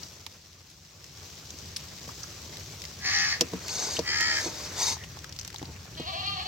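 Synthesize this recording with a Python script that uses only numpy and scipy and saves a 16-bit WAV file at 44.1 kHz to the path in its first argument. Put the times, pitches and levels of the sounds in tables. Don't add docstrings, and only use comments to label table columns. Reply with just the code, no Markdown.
import sys
import numpy as np
from scipy import signal
from scipy.fft import rfft, irfft, next_fast_len
from scipy.io import wavfile
from scipy.ndimage import uniform_filter1d, map_coordinates

SR = 44100
rng = np.random.default_rng(int(sys.argv[2]) if len(sys.argv) > 2 else 0)


def boost(x):
    u = np.asarray(x, float) / 20
    return 10 ** u


def output_pcm(signal):
    pcm = np.clip(np.atleast_2d(signal).T, -1, 1) * 32767
    wavfile.write(sys.argv[1], SR, np.round(pcm).astype(np.int16))


N = 285568

STIR_S, LIFT_S = 3.35, 4.93


def unit(x):
    return x / np.sqrt(np.mean(x ** 2) + 1e-20)


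def along(points, hz):
    f, v = np.transpose(points)
    return np.interp(np.log(hz + 1), np.log(f + 1), v)


def curves(rows):
    s, *cols = np.transpose(rows)
    return [np.interp(np.arange(N) / SR, s, c) for c in cols]


def during(rows, fade=.015):
    start, end = rows[0][0], rows[-1][0]
    return np.interp(np.arange(N) / SR, [start - fade, start, end, end + fade], [0, 1, 1, 0])


def swell(start, end, db, attack, release, arch_db):
    return [(start - attack, db - 25.0), (start, db - arch_db), ((start + end) / 2, db),
            (end, db - arch_db), (end + release, db - 21.0)]


def step(s):
    return np.clip((np.arange(N) / SR - s) / 0.015, 0, 1)


def wobble(rate):
    return map_coordinates(rng.standard_normal(int(N * rate / SR) + 4), [np.arange(N) * rate / SR])


def filtered(x, response):
    m = next_fast_len(N + SR // 2)
    return irfft(rfft(x, m) * response(np.fft.rfftfreq(m, 1 / SR)), m)[..., :N]


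def resonant(x, modes, low_hz):
    def response(f):
        peaks = 0
        for k, (centre, width, db) in enumerate(modes):
            damping = 1j * f * width
            peaks = peaks + (-1) ** k * boost(db) * damping / (centre * centre - f * f + damping)
        return peaks / (1 + (low_hz / (f + 1)) ** 6)
    return filtered(x, response)


def patchy(x, patchy_db, size):
    z = signal.stft(x, nperseg=512)[2]
    field = rng.standard_normal(z.shape[1:])
    field = uniform_filter1d(uniform_filter1d(field, size[0], 0), size[1], 1)
    return signal.istft(z * boost(patchy_db * unit(field)), nperseg=512)[1][:, :N]


# (frequency [Hz], time to fall 60 dB [s])
YARD_RING = [(200, .16), (2000, .2), (10000, .08)]


def yard(x, wet_db, lag_ms):
    hz, t, z = signal.stft(rng.standard_normal((2, SR // 2)), SR, nperseg=256)
    tail = signal.istft(z * boost(-60 * t / along(YARD_RING, hz)[:, None]), SR, nperseg=256)[1]
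    tail = tail / np.linalg.norm(tail[0])
    wet = signal.fftconvolve(np.pad(x, (300, 0))[None], tail, axes=1)[:, :N]
    sides = np.array([[1], [-1]])
    direct = filtered(x, lambda f: np.exp(-1j * np.pi * f * lag_ms / 1000 * sides))
    return direct + boost(wet_db) * wet


def voice(pitch_hz, level, throat, low_hz, rasp, jitter, flutter_hz=0, swing=0, throb=0, clear=18):
    flutter = 2 * np.pi * np.cumsum(flutter_hz * (1 + jitter * wobble(40.87))) / SR
    phase = 2 * np.pi * np.cumsum(pitch_hz * (1 + jitter * wobble(90))) / SR + swing * np.sin(flutter)
    count = np.arange(1, int(8000 / pitch_hz.max()))
    sounding = during(level) > 0
    pulses = np.zeros(N)
    for k in count:
        pulses[sounding] += np.cos(k * phase[sounding]) / (1 + (k / clear) ** 4)
    pulses *= np.sqrt(2 / len(count))
    breath = rng.standard_normal(N) * (1 + np.cos(phase))
    source = (pulses + rasp * breath) * (1 + throb * np.cos(flutter + 2.15)) * during(level)
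    sound = resonant(source, throat, low_hz)
    return sound / np.std(sound[sounding]) * boost(curves(level)[0])


# (frequency [Hz], likeness [0-1])
PORT_LIKENESS = [(60, 1), (150, 0.98), (380, 0.84), (950, 0.52), (2380, 0.33), (5980, 0.35), (15000, 0.21)]


def rush(spectrum, patchy_db, lumps=1):
    pair = patchy(rng.standard_normal((2, N)) * lumps, patchy_db, size=(6, 8))

    def spread(hz):
        turn = np.arccos(np.clip(along(PORT_LIKENESS, hz), -1, 1)) / 2
        return boost(along(spectrum, hz)) * [np.cos(turn), np.sin(turn)]
    mid, side = filtered(pair, spread)
    return unit(np.array([mid + side, mid - side]))


# (time [s], strength [dB])
BOIL_STRENGTH = [(0, -58.5), (.12, -62.5), (.49, -68), (.83, -68), (1.03, -65.5), (1.24, -60.5),
                 (1.42, -60.5), (2.1, -58), (2.92, -58.5), (4.3, -57.5), (4.95, -57.5), (5.4, -60),
                 (5.7, -59.5), (6.48, -58.5)]
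# (frequency [Hz], level per Hz [dB])
RUMBLE_COLOUR = [(15, -90), (25, -60), (40, -14), (86, 5), (118, -3.5), (151, -1), (292, -25.5), (400, -26),
                 (520, -68), (880, -120)]
SIMMER_COLOUR = [(120, -33), (200, -1), (293, -0.5), (389, 0.5), (842, -8), (1130, -5.5), (2500, -6),
                 (3250, -14.5), (5500, -120)]
STEAM_COLOUR = [(710, -9.5), (1200, -9.5), (1350, -39), (1750, -17), (3000, -6), (5860, 0), (7750, -9),
                (8450, -15.5), (10400, -21.5), (10700, -20), (14300, -15), (15800, -15.5)]


def boil():
    strength_db, = curves(BOIL_STRENGTH)
    lifted = step(LIFT_S)
    stirred = step(STIR_S) - lifted
    rumble_db = 10 + 2.5 * lifted + 0.29 * wobble(2.97)
    rumble = boost(rumble_db) * rush(RUMBLE_COLOUR, patchy_db=-0.4, lumps=boost(0.83 * wobble(9.1)))
    simmer = boost(6 + 5.5 * stirred) * rush(SIMMER_COLOUR, patchy_db=1.7, lumps=boost(1.8 * wobble(60)))
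    puffs = boost(0.6 * wobble(40) + 1.5 * wobble(400))
    steam = boost(13 - 3.5 * lifted) * rush(STEAM_COLOUR, patchy_db=1, lumps=puffs)
    return boost(strength_db) * (rumble + simmer + steam)


CAW_ATTACK_S, CAW_RELEASE_S = .045, .045


def partials(pitch_hz, flutter_hz, lines, caw, gain_db):
    level = swell(caw[0], caw[1], gain_db, CAW_ATTACK_S, CAW_RELEASE_S, arch_db=10)
    sounding, out = during(level) > 0, np.zeros(N)
    rates = np.array([pitch_hz, flutter_hz])[:, sounding]
    pitch, flutter = 2 * np.pi * np.cumsum(rates, axis=1) / SR
    for k, m, db in lines:
        waver_db = 2.5 * np.roll(wobble(35), rng.integers(N))[sounding]
        tone = np.cos(k * pitch + m * flutter + rng.uniform(0, 2 * np.pi))
        out[sounding] += np.sqrt(2) * boost(db + waver_db) * tone
    return out * boost(uniform_filter1d(curves(level)[0], size=2000)) * during(level)


# (start [s], end [s], peak level [dB])
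CAW_TIMES = [
    (3.053, 3.327, -29),
    (4.079, 4.386, -30.5),
]
# (time [s], pitch [Hz], flutter rate [Hz])
CAW_ONE_PITCH = [(3.0, 375, 75), (3.05, 380, 76), (3.09, 385, 77), (3.14, 400, 80), (3.18, 404.5, 80.9),
                 (3.23, 402.5, 80.5), (3.29, 391.5, 78.3), (3.39, 372.5, 74.5)]
CAW_TWO_PITCH = [(4.03, 415, 74), (4.1, 425, 73), (4.16, 439, 72), (4.2, 445, 72), (4.245, 460, 72),
                 (4.29, 452, 72), (4.34, 440, 71), (4.43, 422, 70)]
# (frequency [Hz], width [Hz], level [dB])
CAW_ONE_BEAK = [(790, 170, -14), (1234, 150, -14.5), (1810, 170, -3.5), (2000, 63, -2.5), (2160, 130, -5),
                (2660, 160, -9.5), (2950, 160, -10), (4570, 540, 3.5), (5670, 900, 2), (7160, 640, -7),
                (8200, 1000, -29)]
CAW_TWO_BEAK = [(800, 65, -14.5), (1380, 120, -8.5), (1690, 160, -5), (1950, 79, -0.5), (2130, 93, -4),
                (2380, 130, -6), (3140, 75, -4), (4620, 470, 0.5), (5400, 500, 2), (6780, 330, 1),
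                (7840, 730, -9)]
# (multiple of pitch, plus multiple of flutter, level [dB])
CAW_ONE_TONES = [(2, -1, -50), (2, 0, -47), (3, -1, -53), (3, 0, -51), (3, 2, -50), (4, 1, -37),
                 (4, 2, -29.5), (5, -1, -35), (5, 1, -38), (5, 2, -46), (6, -2, -46), (6, 1, -48),
                 (7, -2, -49), (7, 2, -47)]
CAW_TWO_TONES = [(2, -1, -54), (2, 1, -53), (3, -2, -52), (3, -1, -48), (3, 1, -45), (4, -1, -44),
                 (4, 1, -34), (5, -2, -45), (5, 1, -43), (7, 0, -52)]


def crow():
    one_hz, one_flutter = curves(CAW_ONE_PITCH)
    two_hz, two_flutter = curves(CAW_TWO_PITCH)
    first, second = (swell(*caw, CAW_ATTACK_S, CAW_RELEASE_S, arch_db=2) for caw in CAW_TIMES)
    one = voice(one_hz, first, CAW_ONE_BEAK, 620, rasp=.5, jitter=.003,
                flutter_hz=one_flutter, swing=.5, throb=.35, clear=9)
    two = voice(two_hz, second, CAW_TWO_BEAK, 640, rasp=.3, jitter=.002,
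                flutter_hz=two_flutter, swing=.46, throb=.5, clear=11)
    caws = patchy((one + two)[None], patchy_db=1, size=(3, 6))[0]
    tones = partials(one_hz, one_flutter, CAW_ONE_TONES, CAW_TIMES[0], gain_db=-1.5)
    tones = tones + partials(two_hz, two_flutter, CAW_TWO_TONES, CAW_TIMES[1], gain_db=1)
    return yard(boost(2) * caws, wet_db=-5, lag_ms=.1) + yard(tones, wet_db=-13, lag_ms=.1)


# (time [s], strongest partial [Hz], level [dB])
FAR_MOAN = [(4.24, 573.3, -76), (4.274, 634, -59), (4.39, 626, -51), (4.458, 621, -50.5), (4.55, 602, -53),
            (4.602, 593, -54), (4.66, 584, -76)]


def far_goat():
    throat = [(310, 80, -9), (615, 90, 0), (930, 120, -9)]
    level = [row[::2] for row in FAR_MOAN]
    moan = voice(curves(FAR_MOAN)[0] / 2, level, throat, 250, rasp=.3, jitter=.012)
    return yard(moan, wet_db=-4, lag_ms=.1)


BLEAT_S, BLEAT_HZ, BLEAT_DB, HESITANT_DB = 5.978, 316.2, -35.5, -6
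CLIMB_S, DROP_S = .028, .016
# (time of top [s], top pitch [Hz], held [s], drop [Hz])
BLEAT_QUAVERS = [
    (6.082, 382, .02, 52),
    (6.172, 396, .035, 26),
    (6.262, 404, .016, 10),
    (6.33, 396, .012, 30),
    (6.412, 432, .016, 62),
    (6.5, 400, 0, 50),
]


def quaver():
    rows = [(BLEAT_S, BLEAT_HZ)]
    for s, hz, held, drop in BLEAT_QUAVERS:
        last_s, last_hz = rows[-1]
        rows += [(max(s - CLIMB_S, last_s), last_hz), (s, hz)]
        rows += [(s + held, hz), (s + held + DROP_S, hz - drop)]
    return rows


# (frequency [Hz], width [Hz], level [dB])
GOAT_MOUTH = [(707, 112, 6), (1210, 61, 3), (1735, 140, -7), (2440, 170, -4), (2775, 110, 3.5),
              (3200, 210, 3), (3890, 320, 0.5), (4380, 220, 5), (5400, 550, -13)]
# (time [s], gain [dB])
BLEAT_EFFORT = [(5.98, 1.5), (6.04, -3.5), (6.08, 1.5), (6.14, -1), (6.2, -1.5), (6.275, 4), (6.31, -2),
                (6.335, -1), (6.37, -0.5), (6.48, 0)]


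def near_goat():
    pitch_hz = uniform_filter1d(curves(quaver())[0], size=200)
    first, soft_db = BLEAT_QUAVERS[0][0], BLEAT_DB + HESITANT_DB
    level = [(BLEAT_S, soft_db), (first - CLIMB_S, soft_db), (first, BLEAT_DB), (N / SR, BLEAT_DB)]
    bleat = voice(pitch_hz, level, GOAT_MOUTH, 560, rasp=.3, jitter=.009)
    upper = filtered(bleat, lambda f: 1 / (1 + (1500 / (f + 1)) ** 8))
    bleat = bleat + upper * (boost(curves(BLEAT_EFFORT)[0]) - 1)
    fall = np.maximum(-np.gradient(pitch_hz), 0) * SR / 1000
    fall = uniform_filter1d(fall, size=400)
    breaking = boost(-2.5 * np.roll(fall, 350) + .9 * wobble(60))
    bleat = patchy((bleat * breaking)[None], patchy_db=1.6, size=(3, 4))[0]
    late = boost(-11) * np.roll(bleat, round(.035 * SR)) * during(level)
    return yard(bleat, wet_db=-6.5, lag_ms=.385) + late


# (frequency [Hz], level per Hz [dB])
SNAP_COLOUR = [(400, -29), (900, -11), (2000, -0.5), (3000, 3.5), (5300, 5.5), (7500, 0.5), (9000, -11),
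               (12000, -9.5), (15800, -12)]


def snaps(events):
    out, t = np.zeros((2, N + 4096)), np.arange(4096) / SR
    f = np.fft.rfftfreq(8192, 1 / SR) + 1
    sides = np.array([[.5], [-.5]])
    for s, db, hz, broad in events:
        t60 = .03 + .0005 * (db + 30)
        decay = boost(-60 * t / t60) + boost(-60 * t / .006)
        narrow = np.exp(-(np.log2(f / hz) / (0.26 * (5000 / hz) ** 0.17)) ** 2)
        colour = np.clip(broad, 0, 1) * boost(along(SNAP_COLOUR, f)) + narrow
        noise = rng.standard_normal(8192) + 1.61 * rng.standard_normal((2, 8192))
        burst = irfft(rfft(noise) * colour)[:, :4096] * decay * (1 - np.exp(-t / .00008))
        pan_db = 4 * rng.uniform(-1.0, 1)
        burst = boost(db) * burst / np.abs(burst).max() * boost(sides * pan_db)
        out[:, round((s + .0007) * SR):][:, :4096] += burst
    return out[:, :N]


# (time [s], peak level [dB], centre [Hz],
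# broadness [0-1])
FIRE_CRACKS = [(0.032, -26, 5040, 0), (0.2637, -21, 2430, 0.8), (0.265, -35.5, 900, 0.03),
               (.4589, -39, 5570, .4), (0.5293, -39, 4630, 0.7), (0.7004, -39, 9000, 0.9),
               (1.042, -28.5, 5730, 1), (1.504, -25, 6100, 0.4), (1.5868, -31.5, 6040, 0),
               (1.7622, -19, 4900, 0.13), (1.766, -19, 8700, 0.64), (2.078, -33, 600, 0.07),
               (2.09, -27.5, 1070, 0), (2.105, -39, 800, .1), (2.2318, -25.5, 5670, 0.03),
               (2.239, -31, 1250, 0.04), (2.569, -27, 3880, 0.9), (2.609, -36.5, 2030, 0),
               (2.699, -39, 6080, .6), (2.818, -26, 5900, 0.8), (2.8387, -25.5, 1950, 0.4),
               (2.8515, -21.5, 5400, 0.5), (2.909, -39, 1090, 0.04)]


def firewood():
    return snaps(FIRE_CRACKS)


# (time [s], peak level [dB], centre [Hz], broadness [0-1])
LADLE_DRIPS = [(5.0369, -31, 2660, 0.12), (5.0432, -30, 800, 0.2), (5.0878, -39, 5870, .4),
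               (5.17, -31, 880, 0.08), (5.189, -29, 5300, 0.6), (5.243, -24.5, 1450, 0.18),
               (5.293, -27, 5940, 0.1), (5.324, -29, 4730, 0.3), (5.3625, -28, 4830, 0.8),
               (5.3883, -21, 4770, 0.37), (5.395, -24.5, 5960, 0.14), (5.411, -25.5, 5460, 0.3),
               (5.43, -34, 1400, 0.8), (5.448, -25, 6160, 0.7), (5.4763, -24.5, 700, 0.6),
               (5.474, -40, 13200, .02), (5.482, -37, 4300, 0.2), (5.502, -29.5, 1500, 0.4),
               (5.5273, -33.5, 2200, 0.4), (5.543, -25, 884, 0.13), (5.5598, -26, 3800, 0.3),
               (5.5827, -26, 6440, 0.2), (5.594, -31, 2000, 0.23), (5.617, -30, 700, 0.05),
               (5.627, -28.5, 800, 0.05), (5.654, -30, 4470, 0.1), (5.7623, -34, 2480, 0.35),
               (5.855, -36, 800, 0.2), (5.951, -35, 3420, 0), (5.999, -30, 6700, 0.8),
               (6.265, -35, 6470, .4), (6.428, -39, 7500, 0.3)]


def drips():
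    return snaps(LADLE_DRIPS)


# (time [s], peak level [dB], centre [Hz], broadness [0-1])
RIM_TICKS = [(3.4089, -2.5, 5400, 0.3), (3.409, -14, 3140, 0.3), (3.467, -38, 6100, 0.6),
             (3.5341, -26.5, 1020, 0.25), (3.681, -18.5, 4710, 0.7), (3.69, -28, 2600, 0.1),
             (3.824, -26.5, 1430, 0.01), (3.887, -26, 890, 0), (3.967, -18, 3060, 0.05),
             (3.991, -14, 5050, .3), (4.2074, -15, 4800, 0.6), (4.968, -33, 870, 0)]


def ticks():
    return snaps(RIM_TICKS)


# (start [s], end [s], peak level [dB], attack [s], pot boom [dB])
LADLE_STROKES = [
    (3.715, 3.893, -31.5, 0.13, -11.5),
    (3.905, 3.98, -32.5, 0.0077, -15),
    (4.356, 4.476, -34, 0.18, -11.5),
    (4.468, 4.745, -40.5, 0.031, -13),
    (4.761, 4.821, -37, 0.019, -9),
    (4.808, 4.933, -27, 0.063, -21.5),
    (5.66, 5.713, -64, .03, 10.5),
]
# (frequency [Hz], width [Hz], level [dB])
LADLE_MODES = [(2080, 510, -7.5), (3736, 215, -1.5), (4330, 300, 1.5), (4880, 330, 2.5), (5410, 260, 2.5),
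               (6100, 320, 4.5), (6590, 290, 3.5), (7500, 710, -5), (9040, 1600, -14), (14000, 3500, -17.5)]
POT_MODES = [(297, 58, -17), (457, 310, 1.5), (970, 240, 1.5), (1500, 69, 1)]


def scrape():
    shapes = [swell(start, end, db, attack, release=0.018, arch_db=4)
              for start, end, db, attack, _ in LADLE_STROKES]
    gains = np.array([boost(curves(shape)[0]) * during(shape) for shape in shapes])
    boom_gain = boost(np.array(LADLE_STROKES)[:, -1]) @ gains
    slips = rng.standard_normal((2, N)) * boost(1.25 * wobble(70) + 0.89 * wobble(600))
    edge = patchy(slips[:1], patchy_db=3.5, size=(3, 3))[0]
    edge = unit(resonant(edge, LADLE_MODES, low_hz=1500)) * gains.sum(0)
    boom = unit(resonant(slips[1], POT_MODES, low_hz=180)) * boom_gain
    hum = swell(LIFT_S + 0.047, LIFT_S + 0.11, -51, .02, 0.053, 2)
    handle = unit(resonant(slips[1], [(1870, 150, 0)], low_hz=1500)) * boost(curves(hum)[0]) * during(hum)
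    last_hard = gains[-2] / gains[-2].max()
    sing = boost(-40) * unit(resonant(slips[1], [(934, 131, 0)], low_hz=700)) * last_hard
    return yard(edge + boom + handle + sing, wet_db=-6.5, lag_ms=0.027)


# (time [s], peak level [dB], time to fall 60 dB [s], favoured pitch [Hz])
LADLE_KNOCKS = [(2.073, -39.5, 0.065, 162), (3.409, -20, 0.06, 340), (3.417, -21, 0.096, 458),
                (3.532, -24.5, 0.082, 210), (3.988, -17, 0.075, 580), (4.206, -32.5, 0.081, 972),
                (4.461, -28.5, 0.061, 348), (5.544, -54, 0.046, 223), (5.617, -27, 0.014, 182),
                (5.627, -31, 0.026, 260), (5.688, -37.5, 0.036, 161), (5.999, -25, 0.033, 230)]
# (frequency [Hz], level [dB], share of the knock's ring time)
POT_WALL = [(177.7, -0.5, 1.6), (265, -6.5, 1.7), (317.4, 5.5, 0.86), (465.6, 7, 0.66), (651, 8, 0.37),
            (977, 3, 0.45), (1320, -17, 0.41)]


def knocks():
    out, t = np.zeros(N + SR), np.arange(SR // 4) / SR
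    for s, db, t60, centre_hz in LADLE_KNOCKS:
        ring = np.zeros(len(t))
        for hz, level, share in POT_WALL:
            tone_db = level - 6.3 * abs(np.log2(hz / centre_hz)) + rng.normal(0, 2.3)
            tone = np.sin(2 * np.pi * hz * rng.normal(1, 0.03) * t)
            ring += boost(tone_db - 60 * t / (t60 * share)) * tone
        ring = ring * (1 - np.exp(-t / 0.003))
        out[round(s * SR):][:len(t)] += boost(db) * ring / np.abs(ring).max()
    return yard(out[:N], wet_db=-17.5, lag_ms=0.024)


def scene():
    animals = crow() + far_goat() + near_goat()
    ladle = drips() + ticks() + scrape() + knocks()
    return boil() + animals + firewood() + ladle


def top_cut(x):
    return signal.sosfilt(signal.butter(12, 16990, fs=SR, output="sos"), x)


# (frequency [Hz], left minus right [dB])
PORT_COLOUR = [(60, 3.5), (110, -0.5), (200, 3.5), (380, -3.5), (700, 1.5), (1290, 0.5), (2380, -1.5),
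               (4400, 3.5), (8120, 2.0), (15000, 2.5)]


def record(dry):
    top_hz, sides = 15980, np.array([[.5], [-.5]])

    def response(hz):
        colour_db = along(PORT_COLOUR, hz) * sides - 23 * (hz > top_hz)
        return boost(colour_db) * (hz < top_hz + 1000) / (1 + (36 / (hz + 1)) ** 4)
    return top_cut(filtered(dry, response))


dry = scene()
out = record(dry)
output_pcm(out)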